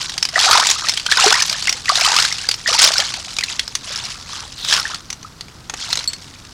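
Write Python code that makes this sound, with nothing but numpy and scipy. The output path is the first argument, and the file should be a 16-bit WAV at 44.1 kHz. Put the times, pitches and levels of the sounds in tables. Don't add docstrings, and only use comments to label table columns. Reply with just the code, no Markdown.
import sys
import numpy as np
from scipy import signal
from scipy.fft import rfft, irfft
from scipy.io import wavfile
from scipy.ndimage import uniform_filter1d, map_coordinates

SR = 44100
rng = np.random.default_rng(int(sys.argv[2]) if len(sys.argv) > 2 else 0)


def waveform_to_disk(signal):
    frames = np.transpose(np.atleast_2d(signal))
    scaled = np.clip(frames, -1, 1) * 32767
    samples = np.round(scaled).astype(np.int16)
    wavfile.write(sys.argv[1], SR, samples)


def volts_from_db(level):
    exponent = np.asarray(level, float) / 20
    return 10 ** exponent


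N = 287955

# (frequency [Hz], level [dB per Hz])
SPRAY_COLOUR = [(300, -28.5), (800, -14.5), (1550, -9), (2240, -5.5), (3170, -5.5), (5100, -1.5),
                (7000, -8.5), (10400, -20), (12500, -34), (15800, -46)]
# (start [s], fullest [s], end [s], spray level [dB], slosh level [dB])
HAND_STROKES = [(.35, .54, .65, -13, -16), (1.11, 1.29, 1.38, -13.5, -18), (1.88, 2.08, 2.23, -14, -19),
                (2.68, 2.85, 2.9, -8.5, -22), (2.93, 3.0, 3.045, -20, -28), (3.48, 3.51, 3.55, -27, -36),
                (3.84, 3.93, 4.12, -28, -38), (4.29, 4.33, 4.45, -31, -37), (4.68, 4.74, 4.815, -20, -28),
                (4.845, 4.86, 4.96, -31, -30), (5.77, 5.87, 6.0, -27, -38)]


def unit(x):
    return x / np.sqrt(np.mean(x ** 2) + 1e-20)


def coloured(x, spectrum):
    size = 2048
    hz, db = np.transpose(spectrum)
    bin_hz = np.fft.rfftfreq(size, 1 / SR)
    log_gain = np.log(volts_from_db(np.interp(np.log(bin_hz + 1), np.log(hz), db)))
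    cepstrum = irfft(log_gain)
    cepstrum[1:size // 2] *= 2
    cepstrum[size // 2 + 1:] = 0
    impulse = irfft(np.exp(rfft(cepstrum)))
    return signal.fftconvolve(x, impulse)[:N]


def place(start_s, shapes):
    first = np.round(start_s * SR).astype(int)
    at = first[:, None] + np.arange(shapes.shape[1])
    return np.bincount(at.ravel(), shapes.ravel(), N + shapes.shape[1])[:N]


def rings(hz, t60, rise, attack_s, length_s):
    t = np.arange(int(length_s * SR)) / SR
    hz, t60, rise = (np.reshape(v, (-1, 1)) for v in (hz, t60, rise))
    cycles = hz * (t + rise * t ** 2 / (2 * t60))
    return np.sin(2 * np.pi * cycles) * volts_from_db(-60 * t / t60) * (1 - np.exp(-t / attack_s))


def random_gains(size, size_db):
    return volts_from_db(-size_db * np.log(np.clip(size, .004, 1)))


def swarm(count, centre_hz, spread, cycles, rise, size_db, attack_s, length_s):
    when, size = rng.random((count, 2)).T
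    hz = np.clip(centre_hz * np.exp(spread * rng.standard_normal(count)), 200, 14000)
    grains = rings(hz, cycles / hz, rise, attack_s, length_s)
    return unit(place(when * N / SR, random_gains(size, size_db)[:, None] * grains))


def bursts(count, size_db, t60):
    when, size = rng.random((count, 2)).T
    flare = place(when * N / SR, random_gains(size, size_db)[:, None])
    fade = volts_from_db(-60 * np.arange(SR // 20) / SR / t60)
    return unit(signal.fftconvolve(flare, fade)[:N] * rng.standard_normal(N))


def outdoors():
    # (frequency [Hz], level [dB per Hz])
    outdoor_colour = [(15, -17), (30, -1), (120, -0.5), (200, -6), (300, -10.5), (600, -18), (1300, -14.5),
                      (2500, -26), (5300, -23), (11000, -34), (15800, -41)]
    return volts_from_db(-42) * unit(coloured(rng.standard_normal(N), outdoor_colour))


def strokes(fullest_db):
    entry_db, exit_db = -10, -7
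    plunge_db_per_s, settle_db_per_s = 900, 350
    now = np.arange(N) / SR
    total = np.zeros(N)
    for (start, full, end), top_db in zip(np.array(HAND_STROKES)[:, :3], fullest_db):
        shape_db = np.interp(now, [start, full, end], [entry_db, 0, exit_db])
        shape_db -= plunge_db_per_s * np.clip(start - now, 0, 1)
        shape_db -= settle_db_per_s * np.clip(now - end, 0, 1)
        total += volts_from_db(top_db + shape_db)
    return total


def clumps():
    spread_db, clumps_per_s = 3.2, 22
    knots = rng.standard_normal(int(N * clumps_per_s / SR) + 4)
    smooth = map_coordinates(knots, [np.arange(N) * clumps_per_s / SR])
    return unit(volts_from_db(spread_db * smooth))


def stirring():
    # (frequency [Hz], level [dB per Hz])
    slosh_colour = [(250, -26), (500, -11.5), (900, -5), (1500, 2.5), (2500, -16), (5000, -13.5),
                    (10000, -26), (13000, -46), (15800, -60)]
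    # (time [s], trickle level [dB])
    runoff = [(0, -24), (.33, -40), (.7, -23), (.94, -26), (1.04, -35), (1.43, -22), (1.72, -28),
              (1.83, -36), (2.27, -25), (2.62, -37), (3.1, -28), (3.3, -33), (3.8, -39), (4.2, -35),
              (4.48, -40), (4.66, -33), (5.02, -46), (5.7, -48), (6.1, -39), (6.53, -47)]
    spray_db, slosh_db = np.transpose(HAND_STROKES)[3:]
    trickle = volts_from_db(np.interp(np.arange(N) / SR, *np.transpose(runoff)))

    patter = unit(coloured(bursts(count=2200, size_db=2.5, t60=0.018), SPRAY_COLOUR))
    fizz = swarm(count=5000, centre_hz=4800, spread=0.3, cycles=50, rise=0.4,
                 size_db=2.2, attack_s=0.00014, length_s=0.013)
    wash = unit(coloured(bursts(count=900, size_db=3.0, t60=0.034), slosh_colour))
    gurgle = swarm(count=1200, centre_hz=1300, spread=0.36, cycles=30, rise=0.7,
                   size_db=3.0, attack_s=0.0012, length_s=0.05)

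    spray_gain = strokes(spray_db) * clumps() + trickle
    slosh_gain = strokes(slosh_db) + volts_from_db(-12) * trickle
    spray = spray_gain * (volts_from_db(-2.2) * patter + volts_from_db(-3.5) * fizz)
    slosh = slosh_gain * (volts_from_db(-4.5) * wash + volts_from_db(-2.5) * gurgle)
    return spray + slosh


def clacks():
    # (time [s], level before the crack and ring gains [dB], ring pitch at the start [Hz])
    slaps = [(0.0952, -9, 3780), (0.1785, -3, 4560), (0.2264, 0, 5150), (0.2513, -3, 4740),
             (0.2882, -7, 4960), (0.3905, 0, 4320), (0.4, -1, 3250), (0.4444, -4, 4500), (0.5104, 3, 4230),
             (0.5294, 1, 4260), (0.5741, 0, 3780), (0.599, -1, 5590), (0.6689, 2, 6970), (0.6888, -2, 3400),
             (0.7003, 2, 5660), (0.7114, 1, 6670), (0.8854, 0, 4100), (0.8939, 1, 5110), (0.9374, -7, 4710),
             (0.9737, -2, 3170), (0.9971, -9, 4430), (1.063, -2, 3050), (1.1139, 1, 4150),
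             (1.1214, 1, 3210), (1.1712, -1, 4880), (1.2401, 0, 5460), (1.261, 0, 4010), (1.3039, 2, 3280),
             (1.3244, 0, 5110), (1.3414, -1, 5010), (1.4047, -3, 4310), (1.4217, 1, 5840),
             (1.496, -1, 4530), (1.5274, -4, 4870), (1.6242, -7, 4350), (1.6716, -2, 2670),
             (1.6935, 1, 5550), (1.726, -2, 5010), (1.8562, -9, 2430), (1.8916, 1, 4440), (1.955, 0, 3640),
             (2.0098, 1, 5170), (2.0472, 0, 3000), (2.0627, 1, 4480), (2.1635, 2, 4900), (2.1864, 1, 2860),
             (2.1989, 1, 4110), (2.2223, -1, 5070), (2.2498, -1, 3910), (2.3241, -5, 5220),
             (2.4882, 1, 4710), (2.5127, 0, 4340), (2.5411, -8, 5220), (2.6753, -3, 4980),
             (2.7292, -4, 4710), (2.7501, -4, 4880), (2.7901, 0, 5130), (2.8185, 3, 6340),
             (2.8399, 3, 5110), (2.8744, 2, 3460), (2.9178, -4, 3150), (2.9372, -2, 4340),
             (2.9811, 0, 5270), (3.0006, 0, 3100), (3.1393, -7, 4300), (3.3657, -8, 3760),
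             (3.3857, -2, 2350), (3.4082, -8, 2220), (3.4361, -2, 4030), (3.5937, -1, 3200),
             (3.6775, -11, 4940), (3.7519, -1, 5900), (3.9584, -9, 5170), (4.0382, -14, 5500),
             (4.0522, -11, 4820), (4.6478, -7, 3770), (4.6848, -7, 3790), (4.6974, -6, 3680),
             (4.7247, 1, 3240), (4.7374, 0, 5210), (4.7644, -4, 2860), (4.7975, -6, 5180),
             (4.9447, -9, 4310), (5.1023, -7, 5800), (5.1277, -11, 5780), (5.2285, -21, 6000),
             (5.4086, -13, 4380), (5.4824, -25, 2280), (5.6965, -10, 6190), (5.7389, -13, 6330),
             (5.9284, -1, 3980), (5.9549, -8, 6380), (5.9723, -5, 3870), (5.9904, -9, 4030),
             (6.0407, -13, 5630), (6.1324, -10, 4400)]
    s, db, hz = np.transpose(slaps)
    t60 = .026 * np.exp(.015 * db)
    t = np.arange(int(.04 * SR)) / SR
    noise = rng.standard_normal((len(s), 2, len(t)))
    crack = noise[:, 0] * volts_from_db(db[:, None] - 60 * t / t60[:, None]) * (1 - np.exp(-t / .0006))
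    rough = 0.6 + 1.6 * uniform_filter1d(noise[:, 1], size=24, axis=1)
    ring = volts_from_db(db)[:, None] * rough * rings(hz, 1.1 * t60, 0.25, attack_s=0.0005, length_s=0.04)
    return volts_from_db(3.5) * coloured(place(s, crack), SPRAY_COLOUR) + volts_from_db(-1.5) * place(s, ring)


def rock(x):
    t = np.arange(SR // 10) / SR
    tail = rng.standard_normal(len(t)) * volts_from_db(-60 * t / 0.15)
    tail /= np.linalg.norm(tail)
    return signal.fftconvolve(x, np.pad(tail, (60, 0)))[:N]


def bubbles():
    # (time [s], level before the pitch tilt [dB], pitch at the start [Hz])
    air_pockets = [(0.358, 0, 1790), (0.379, -5, 1220), (0.465, -7, 727), (0.479, -5, 1290),
                   (0.51, -2, 1160), (0.542, -8, 1130), (0.554, -1, 929), (0.597, -4, 937),
                   (0.719, -20, 964), (0.76, -16, 1180), (0.844, -13, 1190), (0.868, -14, 1750),
                   (1.062, -14, 1390), (1.089, -12, 1450), (1.12, 1, 1630), (1.184, -7, 966),
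                   (1.194, -5, 1240), (1.241, -2, 738), (1.263, -3, 398), (1.325, -1, 1390),
                   (1.341, -3, 1770), (1.413, -9, 1670), (1.544, -16, 1640), (1.68, -3, 1960),
                   (1.882, -6, 1840), (1.898, 1, 1110), (2.056, -6, 1150), (2.117, -10, 872),
                   (2.166, -7, 1140), (2.186, -6, 1310), (2.249, -9, 1500), (2.315, -13, 1970),
                   (2.443, -19, 1580), (2.66, -6, 1740), (2.676, -5, 1730), (2.699, -12, 1140),
                   (2.726, -9, 1190), (2.748, -12, 872), (2.904, -15, 611), (2.957, -10, 1410),
                   (3.427, -13, 1880), (3.593, -17, 1910), (4.725, -9, 1640), (4.78, -11, 1310),
                   (4.853, -8, 1660), (4.909, -19, 1310), (5.247, -21, 1190)]
    s, db, hz = np.transpose(air_pockets)
    t60 = 40 / hz
    tones = rings(hz, t60, rise=.45, attack_s=0.0012, length_s=0.11)
    tilt_db = 3.5 * np.log2(hz / 1250)
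    return place(s, volts_from_db(db + 1.5 + tilt_db)[:, None] * tones)


def swishes():
    # (start [s], end [s], level before the carrier at its fullest [dB], pitch at start [Hz], at end [Hz])
    noise_bands = [(4.58, 4.78, -20, 4100, 2900), (4.69, 4.82, -24, 1750, 1300),
                   (3.9, 4.45, -40, 1250, 1250)]
    swell_db, width = 10, .12
    now, total = np.arange(N) / SR, np.zeros(N)
    for start, end, db, from_hz, to_hz in noise_bands:
        pitch_hz = np.interp(now, [start, end], [from_hz, to_hz])
        phase = 2 * np.pi * np.cumsum(pitch_hz) / SR
        smoothing = int(SR / (width * (from_hz + to_hz)))
        slow_noise = unit(uniform_filter1d(rng.standard_normal(N), size=smoothing))
        level_db = np.interp(now, [start - .02, start, end - .04, end, end + .02],
                             [-120, db - swell_db, db, db - 3, -120])
        total += volts_from_db(level_db) * slow_noise * np.sin(phase)
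    return total


def knocks():
    # (time [s], level before colouring and gain [dB])
    stone_hits = [(5.698, -16), (5.738, -13), (5.928, -15), (5.972, -15), (6.007, -20)]
    # (frequency [Hz], level [dB per Hz])
    stone_colour = [(120, -30), (300, -8), (1200, 0), (3000, -5), (9000, -20), (15800, -50)]
    s, db = np.transpose(stone_hits)
    t = np.arange(int(.05 * SR)) / SR
    thud = rng.standard_normal((len(s), len(t))) * volts_from_db(db[:, None] - 60 * t / .035)
    return volts_from_db(4.0) * coloured(place(s, thud), stone_colour)


def shard():
    # (time [s], level [dB], time until water damps it [s])
    strikes = [(6.076, -6, 0.015), (6.098, -26, 0.027), (6.132, -19.5, .04)]
    # (frequency [Hz], level [dB], decay by 60 dB [s])
    flake_modes = [(4270, -12, 0.11), (4393, -2, 0.09), (7700, -10, 0.063), (8500, -13, 0.043),
                   (11400, -31, 0.071), (12900, -33, .1)]
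    hz, mode_db, t60 = np.transpose(flake_modes)
    s, db, free_s = np.transpose(strikes)
    ring = volts_from_db(mode_db) @ rings(hz, t60, 0, attack_s=.0003, length_s=.08)
    t = np.arange(len(ring)) / SR
    damping = volts_from_db(-1500 * np.clip(t - free_s[:, None], 0, None))
    return place(s, volts_from_db(db)[:, None] * ring * damping)


def scene():
    near = clacks() + bubbles() + knocks() + shard()
    mix = near + volts_from_db(-13) * rock(near) + stirring() + swishes() + outdoors()
    return mix[None]


def band_limit(x):
    return signal.sosfilt(signal.butter(12, 15990, fs=SR, output="sos"), x)


def record(dry):
    top_hz = 15950
    clipped = dry / (1 + np.abs(dry) ** 24) ** (1 / 24)
    in_band = np.fft.rfftfreq(N, 1 / SR) < top_hz
    kept = irfft(rfft(clipped) * in_band, N)
    return band_limit(kept)


dry = scene()
out = record(dry)
waveform_to_disk(out)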